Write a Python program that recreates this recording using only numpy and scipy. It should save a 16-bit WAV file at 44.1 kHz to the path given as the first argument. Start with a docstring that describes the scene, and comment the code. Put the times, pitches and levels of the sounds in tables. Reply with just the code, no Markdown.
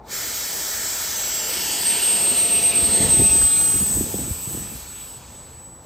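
"""Model jet run past

A model jet with a twelve-blade electric ducted fan spools up on mown grass, gathers speed, passes and runs away.
The blades sing a whine over coloured duct noise; throttle, distance and angle off the nose set pitch, level and colour.
Wheels rumble on turf, bumps ring the hollow airframe, the gear clacks; a low outdoor rumble lies under it all."""
import sys
import numpy as np
from scipy import signal
from scipy.fft import rfft, irfft, next_fast_len
from scipy.io import wavfile
from scipy.ndimage import uniform_filter1d, map_coordinates

SR = 44100
rng = np.random.default_rng(int(sys.argv[2]) if len(sys.argv) > 2 else 0)


def unload_audio(sound):
    """Save the sound as a 16-bit wav file, at the path given as the first command line argument."""
    columns = np.transpose(np.atleast_2d(sound))
    # keep every value between -1 and 1, then stretch to whole-number steps
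    steps = np.round(np.clip(columns, -1, 1) * 32767)
    wavfile.write(sys.argv[1], SR, steps.astype(np.int16))


N = 258381
TIME = np.arange(N) / SR

# Throttle moves. Each row: glide centre in s, new blade pitch in Hz before sag, waver and Doppler,
# glide time constant in s, blade tone strength in dB.
THROTTLE = [(0.059, 2710, 0.012, -22), (.104, 7300, .0125, 0), (.166, 7662, 0.014, -9),
            (1.405, 7240, 0.0125, -11), (1.481, 7985, .009, -13), (1.818, 8110, .005, -12),
            (1.853, 8342, 0.007, 0.5)]
# Modes of the hollow airframe. Each row: frequency in Hz, level in dB, 60 dB decay time in s.
AIRFRAME_MODES = [(50.5, 0, 0.052), (79, -2.5, 0.11), (121, 4.5, 0.046), (192.4, 2.5, 0.069),
                  (249, 5.5, 0.045), (327, 10.5, 0.034), (479, 9.5, 0.026), (654, 5, 0.019)]

BLADES = 12
IDLE_HZ = 950  # blade pitch before the throttle opens
# straight run from rest at steady acceleration; time and distance of the pass
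ACCEL_M_PER_S2, PASS_S, DISTANCE_M = 1.915, 3.112, 5.017
SOUND_M_PER_S = 343
# loudness against fan speed: the treble comes in last
ROAR_DB_PER_DECADE, RUSH_DB_PER_DECADE, FAN_DB_PER_DECADE = 2.5, 40.5, 54


def amp(db):
    """Decibels to gain."""
    return 10 ** (np.asarray(db) / 20)


def unit(x):
    """Scale to rms 1."""
    return x / np.sqrt(np.mean(x ** 2) + 1e-20)


def along(points, hz):
    """Read (Hz, value) points on a log frequency axis."""
    point_hz, values = np.transpose(points)
    return np.interp(np.log(hz + 1), np.log(point_hz + 1), values)


def curves(rows):
    """One value per sample for each column after the time."""
    times_s, *columns = np.transpose(rows)
    return [np.interp(TIME, times_s, column) for column in columns]


def wobble(knots_per_s):
    """A smooth random curve of rms 1."""
    knots = rng.standard_normal(int(N * knots_per_s / SR) + 4)
    return unit(map_coordinates(knots, [TIME * knots_per_s]))


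def step(centre_s, glide_s):
    """A smooth rise from 0 to 1."""
    return 0.5 + 0.5 * np.tanh((TIME - centre_s) / (2 * glide_s))


def dips(rows):
    """A gain of 1 with a bell-shaped dip for each (s, depth, half width at 1/e) row."""
    gains = [1 - min(depth, 1) * np.exp(-((TIME - s) / width_s) ** 2) for s, depth, width_s in rows]
    return np.prod(gains, axis=0)


def turning(hz):
    """The running phase of a pitch curve."""
    return 2 * np.pi * np.cumsum(hz) / SR


def filtered(x, response):
    """Multiply the spectrum of x by a complex response of frequency."""
    size = next_fast_len(N + 8192)
    spectrum = rfft(x, size) * response(np.fft.rfftfreq(size, 1 / SR))
    return irfft(spectrum, size)[..., :N]


def noise(colour):
    """Noise of rms 1 with the given (Hz, dB per Hz) colour."""
    return unit(filtered(rng.standard_normal(N), lambda hz: amp(along(colour, hz))))


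def narrow(phase, width_hz):
    """A narrow band of noise of rms 1 around a moving pitch."""
    return unit(wobble(width_hz) * np.sin(phase) + wobble(width_hz) * np.cos(phase))


def spread(mid, side, side_db):
    """Left and right from a shared part and a weaker opposed part."""
    return mid + amp(side_db) * np.array([side, -side])


def path():
    """Geometry of the run: degrees off the nose, spreading gain in dB re the pass, Doppler factor."""
    ahead_m = ACCEL_M_PER_S2 / 2 * (TIME ** 2 - PASS_S ** 2)  # negative before the pass
    range_m = np.hypot(ahead_m, DISTANCE_M)
    receding_m_per_s = ACCEL_M_PER_S2 * TIME * ahead_m / range_m
    angle_deg = np.degrees(np.arctan2(DISTANCE_M, -ahead_m))
    spreading_db = 20 * np.log10(DISTANCE_M / range_m)
    return angle_deg, spreading_db, 1 / (1 + receding_m_per_s / SOUND_M_PER_S)


def facing(rows):
    """Read each column of an angle table in the listener's direction, one value per sample."""
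    degrees, *columns = np.transpose(rows)
    angle_deg = path()[0]
    return [np.interp(angle_deg, degrees, column) for column in columns]


def motor():
    """Blade pitch and tone strength glide from one throttle setting to the next."""
    pitch_hz, tone_db = IDLE_HZ, THROTTLE[0][3]
    for centre_s, new_hz, glide_s, new_db in THROTTLE:
        share = step(centre_s, glide_s)
        pitch_hz = pitch_hz + share * (new_hz - pitch_hz)
        tone_db = tone_db + share * (new_db - tone_db)
    return pitch_hz, tone_db


def carried_db(db_per_decade):
    """Level re the last throttle setting at the pass: up with fan speed, down with distance."""
    return db_per_decade * np.log10(motor()[0] / THROTTLE[-1][1]) + path()[1]


def field():
    """The distant low rumble of open country: slowly drifting coloured noise."""
    # Each row: time in s, level in dB.
    level_rows = [(0, -48.5), (2, -48), (5.2, -45.5), (5.55, -43.5), (5.86, -47)]
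    # Each row: frequency in Hz, relative level in dB per Hz.
    colour = [(20, -28), (36, -7.5), (57, 1), (85, -3.5), (140, -7.5), (250, -14), (700, -27),
              (1200, -23.5), (2200, -32.5), (4500, -62), (8000, -75), (16000, -60)]
    level_db = curves(level_rows)[0] + 0.28 * wobble(6.0)
    return amp(level_db) * spread(noise(colour), noise(colour), side_db=-20)


def eddies(patchy_db):
    """White noise with drifting time-frequency patches of gain."""
    cells = signal.stft(rng.standard_normal(N), nperseg=512)[2]
    patches = uniform_filter1d(rng.standard_normal(cells.shape), size=5, axis=0)
    patches = uniform_filter1d(patches, size=22, axis=1)
    return signal.istft(cells * amp(patchy_db * unit(patches)), nperseg=512)[1][:N]


def pipe_db(hz):
    """Open-pipe colour of the duct: a resonance at each multiple of its fundamental."""
    pipe_hz, depth_db, reach_hz = 449, 2, 2270
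    ripple_db = depth_db * np.cos(2 * np.pi * hz / pipe_hz)
    return ripple_db * np.exp(-(hz / reach_hz) ** 2) * (hz > pipe_hz * 3 / 4)


def jet_band(air, lo_hz, hi_hz):
    """One band of the blast, each side's colour at rms 1, crossfaded as the jet turns its aspect."""
    # Each row: degrees off the nose, side facing the listener (0 nose, 1 front quarter, 2 beam, 3 and up tail).
    aspect_rows = [(32.5, 0), (37.7, 1), (44.8, 1.5), (55, 2), (76, 2), (116, 2.5), (168, 4)]
    # Blast colour from each side. Each row: frequency in Hz, relative level in dB per Hz.
    nose = [(150, -5.5), (450, -3), (680, -2.5), (880, -3.5), (1130, -9.5), (1350, -8), (1800, -9),
            (2300, -8), (2750, -15), (3400, -9.5), (5500, -7), (7400, -8.3), (8400, -7), (9500, -15),
            (11000, 0), (12900, -4.5), (13600, 1.5), (15500, -1.5)]
    quarter = [(150, -1), (400, 0.5), (600, -5.5), (930, 1.5), (1180, -12.5), (1350, -13), (1800, -9.5),
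               (2150, -12.5), (2900, -4.5), (3900, -10.5), (4700, -5), (6500, -8.5), (8600, 0.5),
               (9800, -15), (12000, -12.5), (15500, -19)]
    beam = [(150, 5.5), (420, 5), (620, 3.5), (800, 0), (950, -3.5), (1120, -7.5), (1550, -17),
            (2100, -12.5), (2750, -8.5), (4500, -9.5), (6900, -8), (8700, 1), (9800, -14), (12000, -16.5),
            (15500, -17)]
    tail = [(150, -10), (400, -6), (640, -5.5), (900, -5.5), (1400, -16), (1750, -17), (2080, -20),
            (2450, -15.5), (4700, -15.5), (7000, -8.5), (8700, -11), (9800, -18.5), (12900, -22.5),
            (13700, -23), (15500, -23.5)]

    def response(hz, colour):
        window = ((1 + (lo_hz / (hz + 1)) ** 16) * (1 + (hz / hi_hz) ** 16)) ** -0.5
        return amp(along(colour, hz) + pipe_db(hz)) * window

    aspect, = facing(aspect_rows)
    band = np.zeros(N)
    for index, colour in enumerate((nose, quarter, beam, tail)):
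        side = unit(filtered(air, lambda hz: response(hz, colour)))
        band += np.interp(aspect, np.arange(4), np.eye(4)[index]) * side
    return band


def blast():
    """Turbulent air: the exhaust roars, the duct rushes, the blade tips hiss and fizz."""
    # Radiation at the passing distance. Each row: degrees off the nose, then exhaust roar, rush,
    # blade hiss and fizz in dB before the band trims below.
    pattern = [(28.2, -38.5, -25.5, -24.5, -33.5), (29.3, -37, -28, -24, -32.5),
               (38.4, -36, -24.5, -26.5, -32), (48.7, -34, -27.5, -31.5, -34.5),
               (66.4, -36.5, -30.5, -34, -37.5), (80, -35, -30.5, -32.5, -38.5),
               (100.5, -37.5, -33, -33.8, -36.5), (120.6, -40.5, -33, -34.5, -35),
               (137.7, -38.5, -35.5, -34, -32), (148, -41, -38, -38, -35), (154.5, -41.5, -36.5, -36, -34),
               (161.3, -41.5, -38, -40, -38), (166.2, -41, -42.5, -47, -52), (168.5, -37, -53, -54, -49.5)]
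    # Brief fizz dips as the jet runs away. Each row: time in s, depth 0-1, half width at 1/e in s.
    fizz_dips = [(3.87, 0.14, .05), (4.07, 0.46, 0.034), (4.25, .2, 0.032), (4.39, 0.36, .04),
                 (4.665, 0.42, 0.044), (4.91, 0.55, 0.14), (5.25, 0.54, 0.071), (5.42, .25, .06),
                 (5.79, 0.45, .06)]
    roar_db, rush_db, hiss_db, fizz_db = facing(pattern)

    roar_mid = jet_band(eddies(patchy_db=1.65), 163, 1210)
    roar_side = jet_band(eddies(patchy_db=1.5), 580, 980)
    roar = amp(roar_db + 1.5) * spread(roar_mid, roar_side, side_db=-14.5)

    rush_mid = jet_band(eddies(patchy_db=1.34), 1243, 4880)
    rush_side = jet_band(eddies(patchy_db=1), 4300, 6500)
    rush = amp(rush_db - 0.62) * spread(rush_mid, rush_side, side_db=-15.5)

    hiss = amp(hiss_db + 3.5) * jet_band(eddies(patchy_db=2.3), 4900, 9400)
    fizz_gain = amp(fizz_db + 8.0 + 0.66 * wobble(24.31)) * dips(fizz_dips)
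    fizz = fizz_gain * jet_band(eddies(patchy_db=1.5), 10000, 15100)

    low = amp(carried_db(ROAR_DB_PER_DECADE)) * roar * amp([[1.1], [-1.1]])  # leans left
    middle = amp(carried_db(RUSH_DB_PER_DECADE)) * rush
    return low + middle + amp(carried_db(FAN_DB_PER_DECADE)) * (hiss + fizz)


def duct():
    """The duct beams bands of its noise; each sweeps over the listener, its pitch sliding with angle."""
    # Each row: centre in degrees off the nose, half width at 1/e in degrees, level in dB, pitch in Hz,
    # slide in Hz per degree, bandwidth in Hz.
    beams = [(29.8, 1, -35.5, 1800, 1.5, 410), (29.6, 2.8, -47, 5420, 2, 320),
             (29.2, 3.9, -40.5, 3150, -1, 350), (35.4, 3.86, -33, 2960, -5.5, 580),
             (43.9, 3.1, -35, 2900, -9, 420), (51.6, 6.9, -34.5, 2820, -7, 600),
             (61.5, 6.9, -33, 2740, -7, 620), (67.8, 3.1, -33, 2640, -6, 640),
             (83.5, 6.8, -38.5, 1950, -0.5, 450), (81, 3.7, -40, 2900, -0.5, 700),
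             (102.1, 7.7, -37.5, 2600, -0.5, 400), (121, 4.5, -41.5, 2450, 0.5, 330),
             (158.3, 0.85, -42, 5600, 0.5, 2200), (161, .9, -40, 2900, 0, 1500),
             (168, .35, -47, 4500, 0, 3800), (34.5, 3.7, -30.5, 5800, -20.5, 900),
             (45, 5.5, -38, 5280, -32, 510), (43.4, 11, -39.5, 4650, -24.5, 410),
             (57.3, 7, -45, 4300, -29.5, 580), (89.3, 20, -43, 3700, -20, 1300),
             (99, 35, -44.5, 880, 0, 170), (48, 9, -34, 7200, -5, 500), (66, 5.1, -39.5, 3900, -23, 700),
             (77.7, 6.8, -37.5, 4300, -21, 510), (82.4, 3.25, -41, 3400, -16, 430),
             (118, 4.2, -36.5, 3750, -1.5, 960), (105, 14, -47, 7300, -4, 450),
             (139, 8.8, -39, 7050, -5, 580)]
    angle_deg, sound = path()[0], np.zeros(N)
    for centre_deg, half_width_deg, level_db, hz, slide_hz_per_deg, band_hz in beams:
        off_deg = angle_deg - centre_deg
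        gain = amp(level_db) * np.exp(-(off_deg / half_width_deg) ** 2)
        sound = sound + gain * narrow(turning(hz + slide_hz_per_deg * off_deg), band_hz)
    return amp(carried_db(FAN_DB_PER_DECADE)) * sound


def fan():
    """Blades sing one clean tone; ragged inflow shakes it and spreads a skirt of noise round it."""
    # Rotor radiation. Each row: degrees off the nose, then blade tone (throttle strength adds to it),
    # noisy skirt and shaft hum in dB.
    pattern = [(28.5, -23.5, -34, -45.5), (29.1, -26, -34, -45.5), (29.7, -21, -36, -44.5),
               (30.3, -14.5, -37, -44.5), (31.1, -16, -37, -44), (33.2, -12.3, -37, -43.5),
               (41, -15, -28, -44.5), (55, -15, -37.5, -40), (85.6, -16.3, -47, -42.5),
               (109, -13.8, -44, -45), (116.5, -14.7, -43, -55), (140.2, -20, -35, -60),
               (142, -24, -34, -61), (159.4, -28, -38.5, -60), (168, -30.5, -49, -67)]
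    # Whine waver. Each row: time in s, offset in Hz before sag and Doppler.
    waver_rows = [(1.8, 0), (1.9, 18), (2.3, 0.5), (2.93, -14), (3.15, 3.5), (3.42, 11.5), (3.79, 19),
                  (3.88, -14.5), (4.5, -7), (4.8, -20), (5, -13), (5.2, 18.5), (5.55, 5), (5.8, 15)]
    # Tone fades as the rocking jet swings its beam aside. Each row: time in s, depth 0-1, half width at 1/e in s.
    tone_fades = [(1.115, 0.85, 0.05), (1.59, .4, .02), (1.7, 0.6, 0.03), (1.965, 0.5, 0.057),
                  (2.003, 0.97, 0.017), (2.195, 0.36, 0.055), (2.345, 0.66, 0.025), (2.489, 0.64, 0.032),
                  (2.61, 0.68, 0.021), (2.729, 0.98, 0.022), (2.815, 0.4, 0.025), (2.89, 0.59, 0.026),
                  (2.993, 0.53, 0.024), (3.078, 0.76, 0.015), (3.302, 0.37, 0.014), (3.39, 0.13, .03),
                  (3.51, .25, 0.017), (4.1, 0.67, 0.05), (4.38, 0.4, 0.049), (4.742, .72, 0.045),
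                  (4.783, 0.7, .014), (4.848, 0.8, 0.042), (5.08, .4, 0.025), (5.21, 0.95, 0.032),
                  (5.28, 0.76, 0.077), (5.51, 0.5, 0.082), (5.86, 0.65, 0.12)]
    # Brief octave dropouts, same columns.
    octave_fades = [(.86, .9, .08)]
    sag_per_s = 0.0042  # share of fan speed lost each second as the battery sags
    octave_peak_db, intake_cone_deg, cone_edge_db_per_deg = -34.5, 34, 1

    angle_deg, _, doppler = path()
    pitch_hz, throttle_db = motor()
    whine_db, skirt_db, hum_db = facing(pattern)
    speed_factor = (1 - sag_per_s * TIME) * doppler * (1 + 0.00056 * wobble(30))
    phase = turning((pitch_hz + curves(waver_rows)[0]) * speed_factor)

    tone_gain = amp(whine_db + throttle_db + 0.84 * wobble(40)) * dips(tone_fades)
    tone = tone_gain * unit(np.sin(phase))
    skirt = amp(skirt_db) * narrow(phase, width_hz=1200)

    # the octave leaves through the intake and falls off outside its cone
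    octave_db = octave_peak_db - cone_edge_db_per_deg * np.maximum(angle_deg - intake_cone_deg, 0)
    octave_gain = amp(octave_db + 1.5 * wobble(25)) * dips(octave_fades)
    octave = octave_gain * unit(np.sin(2 * phase))

    hum = amp(hum_db + 0.29 * wobble(11.9)) * unit(np.sin(phase / BLADES))  # once per shaft turn
    hum_stereo = hum * amp([[1.4], [-1.4]])
    return amp(carried_db(FAN_DB_PER_DECADE)) * (tone + skirt + octave + hum_stereo)


def tufts():
    """An uneven patter of rms 1: each grass tuft flicks a wheel and briefly rings the airframe."""
    tufts_per_s = 45
    t = np.arange(SR // 8) / SR
    flicks = (rng.random(N) < tufts_per_s / SR) * rng.uniform(0.39, 1, N)
    ring = np.zeros(len(t))
    for k, (hz, level_db, t60_s) in enumerate(AIRFRAME_MODES):
        ring += (-1) ** k * amp(level_db - 60 * t / t60_s) * np.sin(2 * np.pi * hz * t)
    return unit(signal.fftconvolve(flicks, ring)[:N])


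def rolling():
    """Wheel rumble on turf: grows with speed, swells on rough stretches, ends as the wings take the weight."""
    # Rough stretches. Each row: start in s, end in s, extra rumble in dB.
    rough_rows = [(2.182, 2.37, 4), (2.42, 2.753, 2), (2.8, 2.919, 3), (2.976, 3.15, 7), (3.168, 3.275, 8),
                  (3.301, 3.465, 4.5), (3.737, 3.85, 8), (3.888, 4.097, 11), (4.132, 4.333, 9.5),
                  (4.35, 4.43, 2), (4.485, 4.62, 10), (4.636, 4.773, 6.5)]
    # Each row: frequency in Hz, relative level in dB per Hz.
    turf_colour = [(20, -8), (43, -2), (60, 4), (160, 3.5), (260, -1.2), (370, -7.5), (560, -19),
                   (800, -26), (2000, -80)]
    base_db, db_per_decade = -40, 46  # at the pass on smooth turf; growth with speed
    unload_s, unload_fade_s, edge_s = 4.79, 0.03, 0.011
    grazing_loss = 1.94  # sound made down in the grass loses this many times the usual dB with distance

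    speed_gain = (TIME / PASS_S) ** (db_per_decade / 20)
    loaded = 1 - step(unload_s, unload_fade_s)
    rough_db = sum(db * (step(start_s, edge_s) - step(end_s, edge_s)) for start_s, end_s, db in rough_rows)
    rumble = amp(1.7 * wobble(55)) * spread(noise(turf_colour), noise(turf_colour), side_db=-10.5)
    ground = rumble + amp(-12.5) * tufts()
    return speed_gain * loaded * amp(base_db + rough_db + grazing_loss * path()[1]) * ground


def bumps():
    """Each bump rings the airframe modes, a hard one more brightly, a heavy one with more bass."""
    # Each row: time in s, peak in dB before a 1 dB cut, hardness as a cut-off in Hz, weight as extra bass in dB.
    hits = [(2.821, -21, 120, -3), (2.882, -21, 160.7, 6), (2.999, -13, 191, -10), (3.023, -17.5, 380, -2),
            (3.045, -20, 200, 2), (3.085, -19, 230, 2), (3.114, -23, 200, 3), (3.133, -21, 280, -6),
            (3.165, -20.5, 320, -4), (3.188, -16, 350, 8), (3.196, -15.5, 560, -4), (3.216, -10.5, 440, 4),
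            (3.227, -21, 130, 9), (3.252, -22, 330, 2), (3.297, -22, 90, 8), (3.328, -20.5, 380, -7),
            (3.353, -19.5, 450, -7), (3.366, -25, 198, 0), (3.395, -22, 110, 6), (3.43, -23, 80, 11),
            (3.739, -31, 350, -2), (3.779, -25, 161, -3), (3.804, -28, 260, 1), (3.82, -19, 230, 2),
            (3.934, -28, 110, 8), (3.952, -24, 60, 8), (3.968, -21, 553, -6), (3.986, -26, 54.5, 10),
            (4.006, -15.5, 470, 2), (4.14, -18, 720, -7), (4.187, -22, 450, -1), (4.216, -27.5, 201, -4),
            (4.275, -27, 394, -5), (4.304, -17, 190, 7.5), (4.47, -23.5, 209, -8), (4.508, -28, 300, -11),
            (4.545, -27, 454, -5), (4.572, -26, 400, -1), (4.616, -29.5, 348, -0.5), (4.744, -35, 190, 8)]
    weight_hz = 100  # a heavy bump pushes hardest below this
    t = np.arange(SR // 4) / SR
    thumps = np.zeros(N + SR)
    for s, peak_db, hard_hz, weight_db in hits:
        ring = np.zeros(len(t))
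        for k, (hz, level_db, t60_s) in enumerate(AIRFRAME_MODES):
            bass_db = weight_db / (1 + (hz / weight_hz) ** 4)
            mode_db = level_db + bass_db + rng.normal(0, 1.4) - 60 * t / t60_s
            mode_gain = (-1) ** k * amp(mode_db) / (1 + (hz / hard_hz) ** 4)
            ring += mode_gain * np.sin(2 * np.pi * hz * (1 + rng.normal(0, 0.06)) * t)
        ring *= 1 - np.exp(-t * hard_hz / 0.82)  # soft ground takes the load gradually
        thumps[round(s * SR):][:len(t)] += amp(peak_db - 1.0) * ring / np.abs(ring).max()
    return thumps[:N]


def gear():
    """Short dry clacks of the wheel legs: noise bursts with a 27 ms decay to -60 dB."""
    # Each row: time in s, level in dB.
    clacks = [(3.416, -24.5), (4.671, -36)]
    # Each row: frequency in Hz, relative level in dB per Hz.
    colour = [(250, -10), (500, 1), (900, 0), (1400, 7), (2200, -12), (5000, -17.5)]
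    knocks = sum(amp(db - 60 * np.abs(TIME - s) / 0.027) * (TIME >= s) for s, db in clacks)
    return knocks * noise(colour)


def scene():
    """The jet and the field around it."""
    return field() + blast() + duct() + fan() + rolling() + bumps() + gear()


def record(dry):
    """The microphone sheds deep bass; its two ports drift apart in phase towards the treble band limit."""
    # Phase between the ports. Each row: frequency in Hz, left lead in radians.
    port_phase = [(20, 0), (2200, 0), (3100, .4), (4600, .45), (5900, -.4), (7100, -.1), (7800, -.7),
                  (8500, -1.05), (9450, -3.0), (10500, -3.35), (12000, -4.9), (13000, -6.2), (14100, -6.45),
                  (14700, -7.4), (15900, -8.7)]
    low_cut_hz, top_hz = 42, 15800

    def response(hz):
        low_cut = (1 + (low_cut_hz / (hz + 1)) ** 6) ** -0.5
        ports = np.exp(0.5j * np.outer([1, -1], along(port_phase, hz)))
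        return low_cut * ports * (hz < top_hz)

    return filtered(dry, response)


dry = scene()
out = record(dry)
unload_audio(out)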